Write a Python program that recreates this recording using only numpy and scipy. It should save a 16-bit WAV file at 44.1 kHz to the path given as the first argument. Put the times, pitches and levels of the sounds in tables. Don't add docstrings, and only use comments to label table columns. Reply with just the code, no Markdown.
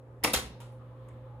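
import sys
import numpy as np
from scipy import signal
from scipy.fft import rfft, irfft
from scipy.io import wavfile

SR = 44100
rng = np.random.default_rng(int(sys.argv[2]) if len(sys.argv) > 2 else 0)


def to_wav(sig):
    pcm = np.clip(np.atleast_2d(sig), -1, 1) * 32767
    pcm = np.round(pcm).astype(np.int16)
    wavfile.write(sys.argv[1], SR, pcm.T)


N = 61739

# frequency in Hz, level in dB, wavering share of the amplitude.
MOTOR_TONES = [(61.3, -69.5, 0.19), (119.95, -46.5, 0.14), (237, -66, 0.5), (293, -69, 0.29),
               (354, -69, 0.62), (519.8, -57.5, 0.45), (1028, -73, 0.89)]
# centre in Hz, half width in Hz, level in dB.
HOUSING_BANDS = [(852, 45, -65), (994, 52, -71.5), (1187, 150, -67.5)]
# frequency in Hz, relative density in dB.
DRIVE_SPECTRUM = [(20, -30.5), (38, 0.5), (60, 7), (90, -3), (160, -5), (280, -6), (400, -4), (520, -1),
                  (680, -10.5), (900, -14.5), (1250, -19.5), (1700, -20), (2500, -30.5), (4000, -39.5),
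                  (6000, -43.5), (10000, -45), (16000, -55)]
BELT_SPECTRUM = [(300, -23.5), (1000, 3), (2000, -7), (3600, -9), (6000, -32.5), (15000, -30)]
# time in seconds, gain in dB.
HUM_ENVELOPE = [(0, -4), (.3, 0.5), (.5, -5), (.62, 1.5), (.85, 1), (1.1, 0), (1.4, 1.5)]
DRIVE_ENVELOPE = [(0, -54.5), (.22, -53.5), (.5, -51), (.7, -54.5), (1.0, -53.5), (1.4, -55)]
BELT_ENVELOPE = [(0, -96), (.3, -76.5), (0.601, -69.5), (1.4, -70)]

# start in seconds, level in dB, factor on the decay time.
BUMP_HITS = [(0.2290, -38, 0.6), (1.1060, -53, 1.03)]
LINKAGE_HITS = [(0.2355, -28, 1.0), (0.2380, -20.5, 1.0), (0.2402, -20.5, 0.9), (0.2468, -27, 0.7)]
PAWL_HITS = [(0.2375, -23.5, 3.5), (0.3337, -16, 1.2), (0.3603, -19.5, 0.76), (0.6030, -60.5, 15),
             (0.7220, -67, 4)]
BAR_HITS = [(0.2385, -21.5, 0.92), (0.2467, -17.5, 0.6), (0.2490, -25.5, 0.97), (0.2752, -27.5, 0.74),
            (0.2980, -48, 0.77)]
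LEVER_HITS = [(0.2430, -29.5, 0.99), (0.2755, -36, 0.36), (0.2950, -40.5, 2), (0.3590, -32, 0.68),
              (0.3950, -40, 0.44)]
CARRIAGE_HITS = [(0.3345, -24, 0.8), (0.3372, -18.5, 0.9), (0.3400, -22, 1.2), (0.3470, -24.5, 1.2),
                 (0.3605, -31, 0.81), (0.3720, -30, 1.3), (0.3830, -43.5, 1.6), (0.3930, -36, 1.2)]
KEY_HITS = [(0.6020, -49, 1.76), (0.6130, -54, 2.35), (0.6550, -64, 3.7)]
TICK_HITS = [(0.7220, -77, 3.6), (1.0850, -52, 0.76)]
# frequency in Hz, relative density in dB.
BUMP_SPECTRUM = [(30, -9.5), (65, 0), (130, -9.5), (240, -4), (400, -23.5), (900, -28.5), (2000, -9),
                 (4000, -30), (8000, -49.5)]
LINKAGE_SPECTRUM = [(80, -25.5), (250, -15), (600, 6.5), (1500, -7.5), (3500, -0.5), (5000, 5), (7500, -11),
                    (10000, -7), (13500, -6), (16000, -13)]
PAWL_SPECTRUM = [(500, -25), (4000, -22), (7000, -13), (9800, 3.5), (13500, 0.5), (16000, -10.5)]
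BAR_SPECTRUM = [(60, -32), (140, -12), (250, -1.5), (490, 0.5), (640, -1), (850, 0.5), (1250, -0.5),
                (1650, -5), (2050, 1), (2700, 1), (3600, -12.5), (5000, -13.5), (8000, -18.5), (15000, -27)]
LEVER_SPECTRUM = [(500, -24), (2200, -17.5), (3200, -2.5), (4300, -1.5), (5500, -11), (8000, -8.5),
                  (15000, -31)]
CARRIAGE_SPECTRUM = [(60, -22), (130, -0.5), (250, 0.5), (350, -1.5), (500, 3.5), (660, -5), (880, 2),
                     (1100, -5.5), (1600, -5.5), (2000, -4), (3000, -6.5), (3750, -7), (4700, -8.5),
                     (7000, -7.5), (9000, -12), (10300, -5.5), (13000, -4), (16000, -16.5)]
KEY_SPECTRUM = [(100, 0), (500, -3), (950, 9), (1600, -2.5), (3000, 0), (5000, -8.5), (8000, -5.5),
                (14000, -15)]
TICK_SPECTRUM = [(200, -13), (2000, 10.5), (5000, -5), (8000, 14.5), (14000, 0)]
# frequency in Hz, T60 (time to fall 60 dB) in seconds.
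METAL_T60 = [(100, 0.36), (400, 0.11), (1500, 0.079), (4000, 0.018), (9000, 0.13), (15000, .035)]
CARRIAGE_T60 = [(100, 0.033), (400, 0.027), (1500, 0.094), (4000, 0.14), (9000, 0.068), (15000, 0.021)]
TICK_T60 = [(100, 0.034), (3000, 0.07), (15000, 0.0066)]
ROOM_T60 = [(100, 0.78), (500, 0.53), (1500, 0.3161), (3500, 0.4537), (7000, 0.26), (13000, 0.2646)]
# frequency in Hz, gain in dB.
ROOM_GAIN = [(100, -2.5), (400, -10), (640, -10), (1500, -5.5), (4000, -14.5), (8000, -6), (14000, -16.5)]
# frequency in Hz, level relative to the hit in dB, T60 in seconds.
FRAME_RESONANCES = [(297, -19, .3), (474, -18, .28), (502, -18, .28), (566, -18, .24), (850, -18, .2),
                    (1100, -21, .3), (1208, -18, .3), (1502, -26, .24), (2012, -17, .28), (2181, -17, .28),
                    (2460, -20, .15), (2640, -17, .12), (3034, -20, .28), (3420, -26, .2), (3700, -26, .2)]
CARRIAGE_RESONANCES = [(228, -22, .3), (263, -22, .3), (401, -22, .3), (484, -17, .2), (1106, -24, .3),
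                       (1335, -21, .26), (2089, -22, .22), (2611, -20, .22), (3245, -16, .2),
                       (3692, -19, .15), (4194, -16, .18), (4650, -22, .17), (5992, -22, .18),
                       (6627, -21, .2), (7090, -20, .1), (8080, -21, .13)]
KEY_RESONANCES = [(792, -12, .2), (952, -6, .16), (1166, -15, .22), (1394, -10, 0.3), (1915, -12, 0.39),
                  (2454, -17, 0.27), (3240, -23, 0.15)]
# start in seconds, level in dB, frequency in Hz, time to peak in seconds.
SNAP_PULSES = [(0.244, -21.5, 1780, 0.0003), (0.2467, -8.5, 2474, 0.00021), (0.2472, -12.5, 5340, 0.00022),
               (0.2494, -23.5, 677, 0.0005), (0.2753, -36, 2166, 0.0024), (0.3355, -23.5, 3740, 0.0017),
               (0.3375, -26.5, 504, 0.006), (0.3603, -30, 4160, 0.0057), (0.603, -52, 945, 0.0057)]
# start in seconds, level in dB, frequency in Hz.
BENCH_THUMPS = [(0.352, -27.5, 66.2), (0.443, -35.5, 62.4), (1.134, -51, 234.3)]

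# frequency in Hz, left-right correlation.
NEAR_COHERENCE = [(100, .98), (500, .92), (1200, .6), (3000, .15), (6500, .45), (8500, .8), (10000, .92),
                  (15000, .88)]
FAR_COHERENCE = [(100, 0.99), (300, .9), (600, 1), (1300, 0.33), (2500, 0.015), (7000, 0.33), (8700, 0.47),
                 (14000, 0.908)]
# frequency in Hz, left minus right in dB.
MIC_BALANCE = [(50, -2.5), (250, -0.7), (550, 0.5), (900, 1.55), (2800, 1.5), (5700, -1.5), (9000, 0)]
# frequency in Hz, gain in dB.
MIC_RESPONSE = [(7000, -2), (8500, 1), (10500, -0.5), (12000, -2.5), (14300, 5.5), (15400, -3),
                (16300, -14.5)]

FLAT_SPECTRUM = [(1, 0)]
LN_1000 = np.log(1000)
TIME, FREQS = np.arange(N) / SR, np.fft.rfftfreq(N, 1 / SR)


def amp(db):
    return 10 ** (np.asarray(db) / 20)


def unit_rms(x):
    return x / np.sqrt(np.mean(x ** 2) + 1e-20)


def curve_at(points, hz):
    freqs, values = np.transpose(points)
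    return np.interp(np.log(hz + 1), np.log(freqs + 1), values)


def envelope(points):
    return amp(np.interp(TIME, *np.transpose(points)))


def add(mix, start, sound):
    part = mix[:, max(round(start * SR), 0):][:, :sound.shape[-1]]
    part += sound[..., :part.shape[1]]


def noise_pair(coherence, spectrum, size):
    hz = np.fft.rfftfreq(size, 1 / SR)
    mid, side = rfft(rng.standard_normal((2, size)))
    same = np.clip(curve_at(coherence, hz), -1, 1)
    mid, side = mid * np.sqrt(1 + same), side * np.sqrt(1 - same)
    return unit_rms(irfft(np.array([mid + side, mid - side]) * amp(curve_at(spectrum, hz)), size))


def damp(x, decay, stretch=1):
    size = x.shape[-1]
    hz, t = np.fft.rfftfreq(size, 1 / SR), np.arange(size) / SR
    centres, t60s = np.transpose(decay)
    spectrum, out = rfft(x), np.zeros_like(x)
    for weights, t60 in zip(np.eye(len(decay)), t60s):
        band = irfft(spectrum * curve_at(np.c_[centres, weights], hz), size)
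        out += band * np.exp(-LN_1000 * t / (t60 * stretch))
    return out


def equalise(x, response):
    log_gain = np.log(amp(curve_at(response, abs(np.fft.fftfreq(4096, 1 / SR)))))
    taps = np.fft.ifft(np.exp(np.conj(signal.hilbert(log_gain)))).real
    return signal.fftconvolve(x, taps[None, :len(taps) // 2], axes=1)[:, :N]


def swell(depth_db, cutoff_hz=8):
    slow = irfft(rfft(rng.standard_normal(N)) / (1 + (FREQS / cutoff_hz) ** 4), N)
    return amp(depth_db * unit_rms(slow))


def motor(waver_hz=16):
    hz, hum = np.fft.fftfreq(N, 1 / SR), np.zeros(N)
    for pitch, db, share in MOTOR_TONES:
        drift = np.fft.ifft(np.exp(2j * np.pi * rng.random(N)) / (1 + (hz / waver_hz) ** 2))
        swing = np.sqrt(1 - share ** 2) + share * drift / drift.std()
        hum += amp(db) * unit_rms((swing * np.exp(2j * np.pi * pitch * TIME)).real)
    rush = noise_pair(FAR_COHERENCE, DRIVE_SPECTRUM, N)
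    return hum * envelope(HUM_ENVELOPE) + rush * envelope(DRIVE_ENVELOPE)


def housing():
    out = np.zeros((2, N))
    for centre, width, db in HOUSING_BANDS:
        friction = noise_pair(FAR_COHERENCE, FLAT_SPECTRUM, N)
        band = irfft(rfft(friction) / (1 + ((FREQS - centre) / width) ** 4), N)
        out += amp(db) * unit_rms(band * swell(depth_db=4))
    return out * envelope(HUM_ENVELOPE)


def belt():
    gain = swell(depth_db=1.8) * envelope(BELT_ENVELOPE)
    return gain * noise_pair(FAR_COHERENCE, BELT_SPECTRUM, N)


def impacts(hits, spectrum, decay, rise_s=0.0006):
    out, onset = np.zeros((2, N)), 1 - np.exp(-TIME / rise_s)
    for start, db, stretch in hits:
        ring = damp(noise_pair(NEAR_COHERENCE, spectrum, size=8192), decay, stretch)
        add(out, start, amp(db) * ring * onset[:ring.shape[1]])
    return out


def hand_bumps():
    return impacts(BUMP_HITS, BUMP_SPECTRUM, METAL_T60)


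def room(x, delay_s=0.0065, rise_s=0.016):
    t = np.arange(SR) / SR
    tail = damp(noise_pair(FAR_COHERENCE, FLAT_SPECTRUM, size=SR), ROOM_T60)
    tail *= np.clip((t - delay_s) / rise_s, 0, 1)
    tail /= np.linalg.norm(tail[0])
    return equalise(signal.fftconvolve(x, tail, axes=1)[:, :N], ROOM_GAIN)


def type_bar():
    linkage = impacts(LINKAGE_HITS, LINKAGE_SPECTRUM, METAL_T60)
    return linkage + impacts(BAR_HITS, BAR_SPECTRUM, METAL_T60)


def pawls():
    return impacts(PAWL_HITS, PAWL_SPECTRUM, TICK_T60)


def ringing(hits, modes):
    out, t = np.zeros((2, N)), np.arange(SR // 2) / SR
    for hz, mode_db, t60 in modes:
        half_gap = np.arccos(np.clip(curve_at(NEAR_COHERENCE, hz), -1, 1)) * rng.choice([-.5, .5])
        phase = 2 * np.pi * hz * t + np.array([[half_gap], [-half_gap]])
        ring = np.exp(1j * phase - LN_1000 * t / t60)
        for (start, hit_db, _), turn in zip(hits, rng.random(len(hits))):
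            add(out, start, amp(hit_db + mode_db) * (ring * np.exp(2j * np.pi * turn)).real)
    return out


def levers():
    return impacts(LEVER_HITS, LEVER_SPECTRUM, CARRIAGE_T60)


def snaps():
    out, t = np.zeros((2, N)), np.arange(SR // 20) / SR
    for start, db, hz, peak_s in SNAP_PULSES:
        pulse = t / peak_s * np.exp(1 - t / peak_s)
        add(out, start, amp(db) * pulse * np.sin(2 * np.pi * hz * t))
    return out


def carriage():
    return impacts(CARRIAGE_HITS, CARRIAGE_SPECTRUM, CARRIAGE_T60)


def bench(rise_s=0.0095, t60=0.26):
    out, t = np.zeros((2, N)), np.arange(SR // 2) / SR
    shape = (1 - np.exp(-(t / rise_s) ** 2)) * np.exp(-LN_1000 * t / t60)
    for start, db, hz in BENCH_THUMPS:
        add(out, start, amp(db) * shape * np.sin(2 * np.pi * hz * t))
    return out


def keys():
    return impacts(KEY_HITS, KEY_SPECTRUM, CARRIAGE_T60) + impacts(TICK_HITS, TICK_SPECTRUM, TICK_T60)


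def scene():
    hits = type_bar() + carriage() + pawls() + keys() + levers() + snaps() + hand_bumps()
    rings = ringing(BAR_HITS, FRAME_RESONANCES)
    rings += ringing(CARRIAGE_HITS, CARRIAGE_RESONANCES)
    rings += ringing(KEY_HITS, KEY_RESONANCES)
    return hits + room(hits) + rings + bench() + motor() + housing() + belt()


def record(dry):
    low_cut_hz, band_limit_hz = 33, 16300
    lag_s, lag_from_hz = .000298, 3360
    hz = np.fft.rfftfreq(2 * N, 1 / SR)
    lean_db = curve_at(MIC_BALANCE, hz) / 2
    lag = np.exp(-2j * np.pi * lag_s * np.maximum(hz - lag_from_hz, 0))
    channels = np.array([amp(lean_db) * lag, amp(-lean_db)])
    low_cut = 1 - 1 / (1 + (hz / low_cut_hz) ** 4)
    heard = irfft(rfft(equalise(dry, MIC_RESPONSE), 2 * N) * low_cut * channels)[:, :N]
    low_pass = signal.firwin(511, band_limit_hz, window=("kaiser", 9), fs=SR)
    return signal.oaconvolve(heard, low_pass[None], "same")


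dry = scene()
out = record(dry)
to_wav(out)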